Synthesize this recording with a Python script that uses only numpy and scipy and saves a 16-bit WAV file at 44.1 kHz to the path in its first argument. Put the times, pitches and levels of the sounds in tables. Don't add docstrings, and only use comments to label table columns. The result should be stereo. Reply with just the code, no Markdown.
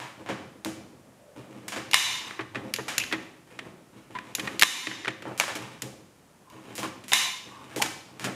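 import sys
import numpy as np
from scipy import signal
from scipy.fft import rfft, irfft
from scipy.io import wavfile
from scipy.ndimage import uniform_filter1d, minimum_filter1d

SR = 44100
rng = np.random.default_rng(int(sys.argv[2]) if len(sys.argv) > 2 else 0)


def unload_wav(signal):
    wavfile.write(
        sys.argv[1],
        SR,
        np.round(np.clip(np.atleast_2d(signal).T, -1, 1) * 32767).astype(np.int16),
    )


N = 368235
HIT_SAMPLES = 32768
HZ = np.fft.rfftfreq(HIT_SAMPLES, 1 / SR)


# t/s, level/dB, tilt/(dB per octave)
SNAPS = [(1.9331, -21.5, -3), (1.9424, -5, 0.9), (4.6222, 5.5, 2.5), (4.632, 3.5, 1), (7.1193, -23.5, -5),
         (7.127, -29.5, -2), (7.1330, -13, 1.5)]
# f/Hz, level/dB
LATCH_EQ = [(20, -57.5), (100, -20.5), (450, -16.5), (950, -1.5), (1500, -6.5), (2100, 1.5), (3200, -1),
            (4500, -6), (7000, -10.5), (10000, -9.5), (14000, -16.5), (16000, -48.5)]
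# f/Hz, lift/dB, t60/s
LATCH_MODES = [(1030, 5.5, 0.057), (1134, 3.5, 0.12), (1547, -11, 0.09), (1790, 4.5, 0.07),
               (2155, -14, 0.53), (2140, 4, 0.083), (2380, -7.5, 0.017), (2900, 5, 0.026), (3647, 12, .05),
               (3933, 11, 0.068), (3680, 7, 0.6), (4940, 6.5, 0.08), (5460, 2.5, 0.026), (6030, -2.5, .03),
               (6230, 6, 0.01), (7020, 7.5, 0.014), (6600, -14, .035), (9170, -1, 0.017)]

def latch(chatter_s=0.014, thud_db=-25.5, jolt_db=-4, jolt_tilt=5.2, jolt_send_db=-24, jolt_thud_db=-42):
    snaps, jolts = [], []
    for s, db, tilt in SNAPS:
        send_db = shop_send(s, "box")
        snaps.append((s, db, tilt, chatter_s, send_db, db + thud_db))
        knock_db = db + jolt_db - 0.95 * send_db
        jolts.append((s, knock_db, jolt_tilt, chatter_s, jolt_send_db, db + jolt_thud_db))
    ring = strikes(snaps, LATCH_EQ, LATCH_MODES, crack=0.66, thud_t60=0.076)
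    return ring + strikes(jolts, LEVER_EQ, LEVER_MODES, crack=0.95, thud_t60=0.074)


# t/s, level/dB, tilt/(dB per octave), chatter t60/s, hull thud/dB
KNOCKS = [(2.3087, -38, -0.5, 0.015, -65), (2.392, -29, -2.5, 0.072, -35), (2.408, -37, 3, 0.049, -39),
          (2.5476, -33, 2, 0.15, -38.5), (2.556, -30.5, 0.5, 0.029, -34), (2.7862, -29, -6, 0.079, -31.5),
          (3.113, -35, 1, 0.076, -44), (3.1252, -24.5, 4, 0.032, -29.5), (3.135, -27, 0.5, 0.063, -35.5),
          (3.5899, -34, 3.5, 0.028, -42), (4.1516, -36, 1, 0.1, -40.5), (4.187, -35, 2.5, 0.014, -50),
          (4.3825, -38, -1, 0.047, -37), (4.396, -29.5, 6.5, .03, -38.5),
          (4.4738, -28.5, 1.5, 0.032, -40.5), (4.8704, -20, 3.5, 0.021, -25),
          (4.9134, -27.5, 1, 0.032, -44), (5.0474, -33.5, 2.5, 0.022, -52),
          (5.0561, -33.5, 2, 0.017, -63.5), (5.072, -36.5, 1, 0.016, -33), (5.0793, -24.5, 2, 0.039, -39.5),
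          (5.105, -40.5, 4, 0.022, -55.5), (7.0390, -48, 11, 0.041, -45)]
# f/Hz, level/dB
LEVER_EQ = [(20, -45), (80, -27.5), (380, -12), (700, -3.5), (1150, 1), (2100, -2), (3400, -7),
            (5000, -20.5), (9000, -29.5), (16000, -55)]
# f/Hz, lift/dB, t60/s
LEVER_MODES = [(385, 13, 0.032), (1170, 0, 0.061), (1880, 3.5, 0.0076), (2440, -0.5, 0.026)]

def lever(send_trim_db=-2):
    hits = [(s, db, tilt, t60, shop_send(s, "box") + send_trim_db, thud_db)
            for s, db, tilt, t60, thud_db in KNOCKS]
    return strikes(hits, LEVER_EQ, LEVER_MODES, crack=0.53, thud_t60=0.061)


# t/s, level/dB, tilt/(dB per octave), chatter t60/s, hull thud/dB
CLUNKS = [(0.001, -34.5, -2, 0.49, -42), (0.262, -37.5, -4, 0.3, -50), (0.2894, -29.5, -3.5, 0.16, -28.5),
          (0.6480, -34, 4, 0.0059, -30.5), (0.659, -36.5, -5, 0.018, -31.5), (1.681, -34, 4, 0.035, -78),
          (1.7215, -32.5, -0.5, 0.14, -40), (1.7619, -31.5, -1.5, 0.12, -31),
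          (2.8817, -31, 0.5, 0.073, -60), (5.2222, -41.5, -2, 0.03, -55), (5.254, -32.5, -9, 0.28, -34.5),
          (5.3120, -35.5, -11, 0.079, -56), (5.3772, -35, 5.5, 0.18, -64), (5.3989, -18.5, 2, 0.012, -40.5),
          (5.408, -26, -2, 0.048, -53), (5.4366, -32, -4, 0.017, -45), (5.4803, -28.5, -2.5, 0.23, -56),
          (5.553, -32.5, 2, 0.097, -33.5), (5.8202, -31.5, 4.5, 0.029, -33), (6.7535, -37, 7, .15, -54),
          (6.7801, -31, 3, 0.21, -31.5), (6.831, -30, -0.5, 0.18, -31), (7.0822, -35.5, 5.5, 0.24, -58),
          (7.7617, -31, 4, 0.23, -29), (7.8172, -25, 0, 0.078, -33.5), (7.8212, -20.5, 3.5, 0.024, -46),
          (7.86, -34.5, 0, 0.027, -54), (8.1963, -33.5, 1, 0.44, -41), (8.2425, -27.5, 1, 0.12, -27.5),
          (8.272, -30.5, -7.5, 0.16, -43)]
# f/Hz, level/dB
LINKAGE_EQ = [(20, -43), (80, -26), (300, -5), (750, 6.5), (1500, 7), (2800, 4.5), (4000, -1), (6000, -3),
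              (9500, -7), (13000, -15.5), (16000, -22)]
# f/Hz, lift/dB, t60/s
LINKAGE_MODES = [(582, -5.5, 0.047), (810, -26, 0.2), (1370, -19, 0.046), (1747, -10, 0.09),
                 (2300, -5.5, 0.02), (3123, -5, 0.037), (5030, -5, 0.042), (6860, -4.5, 0.016)]

def linkage():
    hits = [(s, db, tilt, t60, shop_send(s, "motor"), thud_db) for s, db, tilt, t60, thud_db in CLUNKS]
    return strikes(hits, LINKAGE_EQ, LINKAGE_MODES, crack=0.54, thud_t60=0.14)


# t/s, level/dB, tilt/(dB per octave)
CLICKS = [(1.9128, -34.5, -4), (2.7381, -25, -3), (2.7618, -33, -5), (2.9808, -20.5, -3), (3, -32.5, -4),
          (3.038, -33, -9), (4.3508, -25.5, 0), (4.5946, -24.5, -1), (4.6132, -22.5, -4), (6.5, -55.5, -3)]
# f/Hz, level/dB
DETENT_EQ = [(100, -28.5), (380, -32.5), (800, -39), (1400, -6.5), (2300, 1), (3600, 1), (6500, 0.5),
             (8200, -4.5), (12500, -1), (16000, -21)]
# f/Hz, lift/dB, t60/s
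DETENT_MODES = [(2010, -2.5, 0.075), (2824, 0, .02), (4750, -2.5, .03), (6500, 5, 0.03), (7040, 8.5, .025),
                (10030, 3.5, 0.008), (12000, -5.5, 0.013)]

def detent(chatter_s=0.02, thud_db=-22.5):
    hits = [(s, db, tilt, chatter_s, shop_send(s, "box"), db + thud_db) for s, db, tilt in CLICKS]
    return strikes(hits, DETENT_EQ, DETENT_MODES, crack=1.0, thud_t60=0.04)


# f/Hz, level/dB
HULL_EQ = [(20, -61), (45, -46), (70, -18.5), (110, -2.5), (170, -3), (300, 1), (520, -7), (720, -11),
           (1100, -16.5), (3000, -43.5), (16000, -91)]
# f/Hz, lift/dB, t60/s
HULL_MODES = [(124, -5.5, 0.21), (532.6, -0.5, 0.22)]

def hull():
    return body(HULL_EQ, HULL_MODES)


# t/s, length/s, rumble/dB, scrape/dB
PUSHES = [(0, 0.049, -49, -47), (0.174, 0.27, -40, -56.5), (0.553, 0.52, -50, -74),
          (1.35, 0.65, -44, -54.5), (2.202, .1, -46, -43.5), (2.532, 0.15, -38, -53),
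          (2.857, 0.34, -44, -50), (3.464, .14, -49, -53), (3.605, 0.12, -41.5, -62),
          (3.927, 0.04, -46.5, -54.5), (4.095, 0.21, -43.5, -49.5), (4.405, 0.14, -40, -45),
          (4.88, 0.18, -55, -66.5), (5.214, 0.15, -42.5, -49.5), (5.503, 0.15, -37, -42),
          (5.853, 0.037, -40.5, -75.5), (6.514, 0.44, -44, -52), (7.436, 0.36, -48.5, -51.5),
          (8.056, 0.36, -44.5, -51.5)]
# f/Hz, level/dB
SCRAPE_EQ = [(150, -15), (550, 1), (800, 6), (1150, 8), (1600, 1), (2300, 4), (3200, -0.5), (4300, -8),
             (9000, -11.5), (16000, -24.5)]

def cables(slips_per_s=800, spread_db=4.0, jerk_db=6.5):
    wander = np.interp(np.arange(N), np.linspace(0, N, 240), rng.uniform(-1, 1, size=240))
    jerks = unit_rms(amp(jerk_db * wander))
    pushes = sum(np.outer(amp(levels), cable_speed(s, length)) for s, length, *levels in PUSHES)
    rumble_level, scrape_level = jerks * pushes
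    slips = (rng.random(N) < slips_per_s / SR) * rng.choice([-1, 1], N)
    slip_sizes = amp(spread_db * np.minimum(rng.exponential(1, N), 4))
    scrape = scrape_level * equalised(slips * slip_sizes, SCRAPE_EQ)
    rumble = rumble_level * unit_rms(signal.oaconvolve(rng.standard_normal(N), irfft(hull()))[:N])
    direct = amp(-5) * scrape + amp(-6) * rumble
    send = amp(-2) * scrape + amp(-6) * rumble
    return np.array([direct, send])


def cable_speed(start, length, attack_s=0.012, release_s=0.057):
    t = np.arange(N) / SR - start
    return np.clip(t / attack_s, 0, 1) * np.exp(-np.maximum(t - length, 0) / release_s)


# t/s, length/s, f/Hz, width/Hz, level/dB
SQUEAKS = [(0, 0.099, 947, 92, -48.5), (1.166, 0.36, 587, 108, -57), (2.995, 0.029, 2570, 500, -31),
           (3.015, 0.013, 2950, 500, -37), (4.147, 0.033, 1013, 40, -34), (6.445, 0.18, 1050, 200, -56),
           (6.815, 0.054, 1115, 220, -36.5), (7.499, 0.15, 1050, 260, -50), (7.712, .025, 1700, 150, -51),
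           (7.76, 0.027, 500, 203, -35.5), (7.793, 0.056, 847, 160, -33)]

def squeaks(direct_db=-1, send_db=-7):
    track = np.zeros(N)
    for s, length, hz, width, db in SQUEAKS:
        count = min(int(length * SR), HIT_SAMPLES)
        friction = rfft(rng.standard_normal(HIT_SAMPLES))
        tone = irfft(friction / (1 + 2j * (HZ - hz) / width) ** 2)[:count]
        add(track, s, amp(db) * unit_rms(tone * signal.windows.tukey(count, 0.4)))
    return np.array([amp(direct_db) * track, amp(send_db) * track])


def strikes(hits, eq, modes, crack, thud_t60, direct_thud_db=-3):
    part, boom = body(eq, modes), hull()
    unit_tilt = minimum_phase(np.log2(np.clip(HZ, 300, 12000) / 2000))
    direct, send = np.zeros((2, N))
    for s, db, tilt, chatter_t60, send_db, thud_db in hits:
        ring = part * np.exp(tilt * unit_tilt)
        thud = one_shot(contact(thud_t60, crack=0) * boom, thud_db)
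        hit = one_shot(contact(chatter_t60, crack) * ring, db)
        add(direct, s, hit + amp(direct_thud_db) * thud)
        add(send, s, one_shot(ring, db + send_db) + thud)
    return np.array([direct, send])


def contact(t60, crack, spread_s=0.001968, rise_share=0.042):
    age = np.arange(HIT_SAMPLES) / SR / max(t60, 0.002)
    envelope = np.exp(-np.log(1000) * age) * (1 - np.exp(-age / rise_share))
    chatter = rng.standard_normal(HIT_SAMPLES) * envelope
    delay = spread_s * np.interp(HZ, np.linspace(0, SR / 2, 48), rng.random(size=48) ** 2)
    smear = np.exp(-2j * np.pi * np.cumsum(delay) * HZ[1])
    return rfft(chatter / np.linalg.norm(chatter)) + crack * smear


def body(eq, modes):
    rings = sum(amp(db) / (1 + 2j * np.pi * (HZ - hz) * t60 / np.log(1000)) for hz, db, t60 in modes)
    return np.exp(minimum_phase(curve(eq, HZ))) * (1 + rings)


def minimum_phase(db):
    cepstrum = irfft(db * np.log(10) / 20)
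    cepstrum[1:HIT_SAMPLES // 2] *= 2
    cepstrum[HIT_SAMPLES // 2 + 1:] = 0
    return rfft(cepstrum)


def one_shot(spectrum, db):
    fade = np.interp(np.arange(HIT_SAMPLES), [HIT_SAMPLES / 2, HIT_SAMPLES * 0.9], [1, 0])
    x = irfft(spectrum) * fade
    return amp(db) * x * np.sqrt(0.01 * SR / np.sum(x ** 2))


def equalised(x, eq):
    gain = amp(curve(eq, np.fft.rfftfreq(N, 1 / SR)))
    return unit_rms(irfft(rfft(x) * gain, N))


def curve(points, hz):
    f, value = np.transpose(points)
    return np.interp(np.log(hz + 1), np.log(f), value)


def amp(db):
    return 10 ** (np.asarray(db) / 20)


def unit_rms(x):
    return x / np.sqrt(np.mean(x ** 2) + 1e-20)


def add(mix, s, sound):
    part = mix[max(round(s * SR), 0):][:len(sound)]
    part += sound[:len(part)]


# from t/s, box send/dB, motor send/dB
PERSPECTIVES = [(0, -0.5, 0.5), (2.35, -8, 5.5), (5.2, 2.5, -5)]

def shop_send(s, source):
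    _, box_db, motor_db = [row for row in PERSPECTIVES if row[0] <= max(s, 0)][-1]
    return {"box": box_db, "motor": motor_db}[source]


# f/Hz, t60/s
SHOP_DECAY = [(100, 0.85), (260, 0.64), (700, 0.64), (2000, 0.63), (5000, 0.67), (9000, 0.51),
              (14000, 0.49)]

def shop(send, bass_rise_s=0.0032, treble_rise_s=0.00069):
    hz, t, noise = signal.stft(rng.standard_normal((2, SR)), SR, nperseg=256)
    rise_s = curve([(200, bass_rise_s), (2000, treble_rise_s)], hz)[:, None]
    decay = amp(-60 * t / curve(SHOP_DECAY, hz)[:, None])
    _, tail = signal.istft(noise * decay * (1 - np.exp(-t / rise_s)), SR, nperseg=256)
    response = diffuse(tail / np.linalg.norm(tail[0]))
    return signal.oaconvolve(send[None], response, axes=1)[:, :N]


# f/Hz, level/dB
AIR_EQ = [(20, -8), (50, -11.5), (78, -4.5), (120, -0.5), (200, 1), (320, -2.5), (600, -5), (1200, -12.5),
          (2200, -18), (4200, -24), (6500, -23), (10000, -23.5), (15000, -30.5)]

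def room_tone(level_db=-54.5):
    pair = np.array([equalised(rng.standard_normal(N), AIR_EQ) for _ in range(2)])
    return amp(level_db) * diffuse(pair)


# f/Hz, left-right correlation
CORRELATION = [(25, -.2), (70, 0.04), (250, -0.22), (600, -0.24), (1400, 0.35), (3100, 0.64), (7000, 0.66),
               (15000, -0.14)]

def diffuse(pair):
    hz = np.fft.rfftfreq(pair.shape[1], 1 / SR)
    left, other = rfft(pair)
    shared = np.clip(curve(CORRELATION, hz), -1, 1)
    right = shared * left + np.sqrt(1 - shared ** 2) * other
    return irfft(np.array([left, right]), pair.shape[1])


# f/Hz, left minus right/dB
BALANCE = [(60, 1.5), (130, -0.5), (250, -1), (550, -2.5), (1100, -1.4), (2000, -0.7), (12000, 0)]
# f/Hz, left lead/rad
PHASE_LEAD = [(2000, 0.021), (8000, 0.36), (13000, 0.23)]

def microphone_ports(pair):
    hz = np.fft.rfftfreq(N, 1 / SR)
    lean = amp(curve(BALANCE, hz) / 2) * np.exp(0.5j * curve(PHASE_LEAD, hz))
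    return irfft(rfft(pair) * np.array([lean, 1 / lean]), N)


def scene():
    direct, send = latch() + detent() + lever() + linkage() + cables() + squeaks()
    air = room_tone()
    return microphone_ports(direct + shop(send) + air)


def record(dry, threshold_db=-10, recovery_db_per_s=64, ratio=7, low_cut_hz=42, high_cut_hz=15600):
    power = uniform_filter1d((dry ** 2).mean(0), size=66)
    power_db = 10 * np.log10(abs(power) + 1e-12)
    fall_db = np.arange(N) * recovery_db_per_s / SR
    held_db = np.maximum.accumulate(power_db + fall_db) - fall_db
    duck_db = -(1 - 1 / ratio) * np.maximum(held_db - threshold_db, 0)
    gain_db = uniform_filter1d(minimum_filter1d(duck_db, size=70), size=60)
    clipped = np.clip(dry * amp(gain_db), -1, 1)
    low_cut = signal.butter(2, low_cut_hz, "high", fs=SR, output="sos")
    high_cut = signal.firwin(255, high_cut_hz, window=("kaiser", 9), fs=SR)
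    return signal.oaconvolve(signal.sosfilt(low_cut, clipped), high_cut[None], "same")


dry = scene()
out = record(dry)
unload_wav(out)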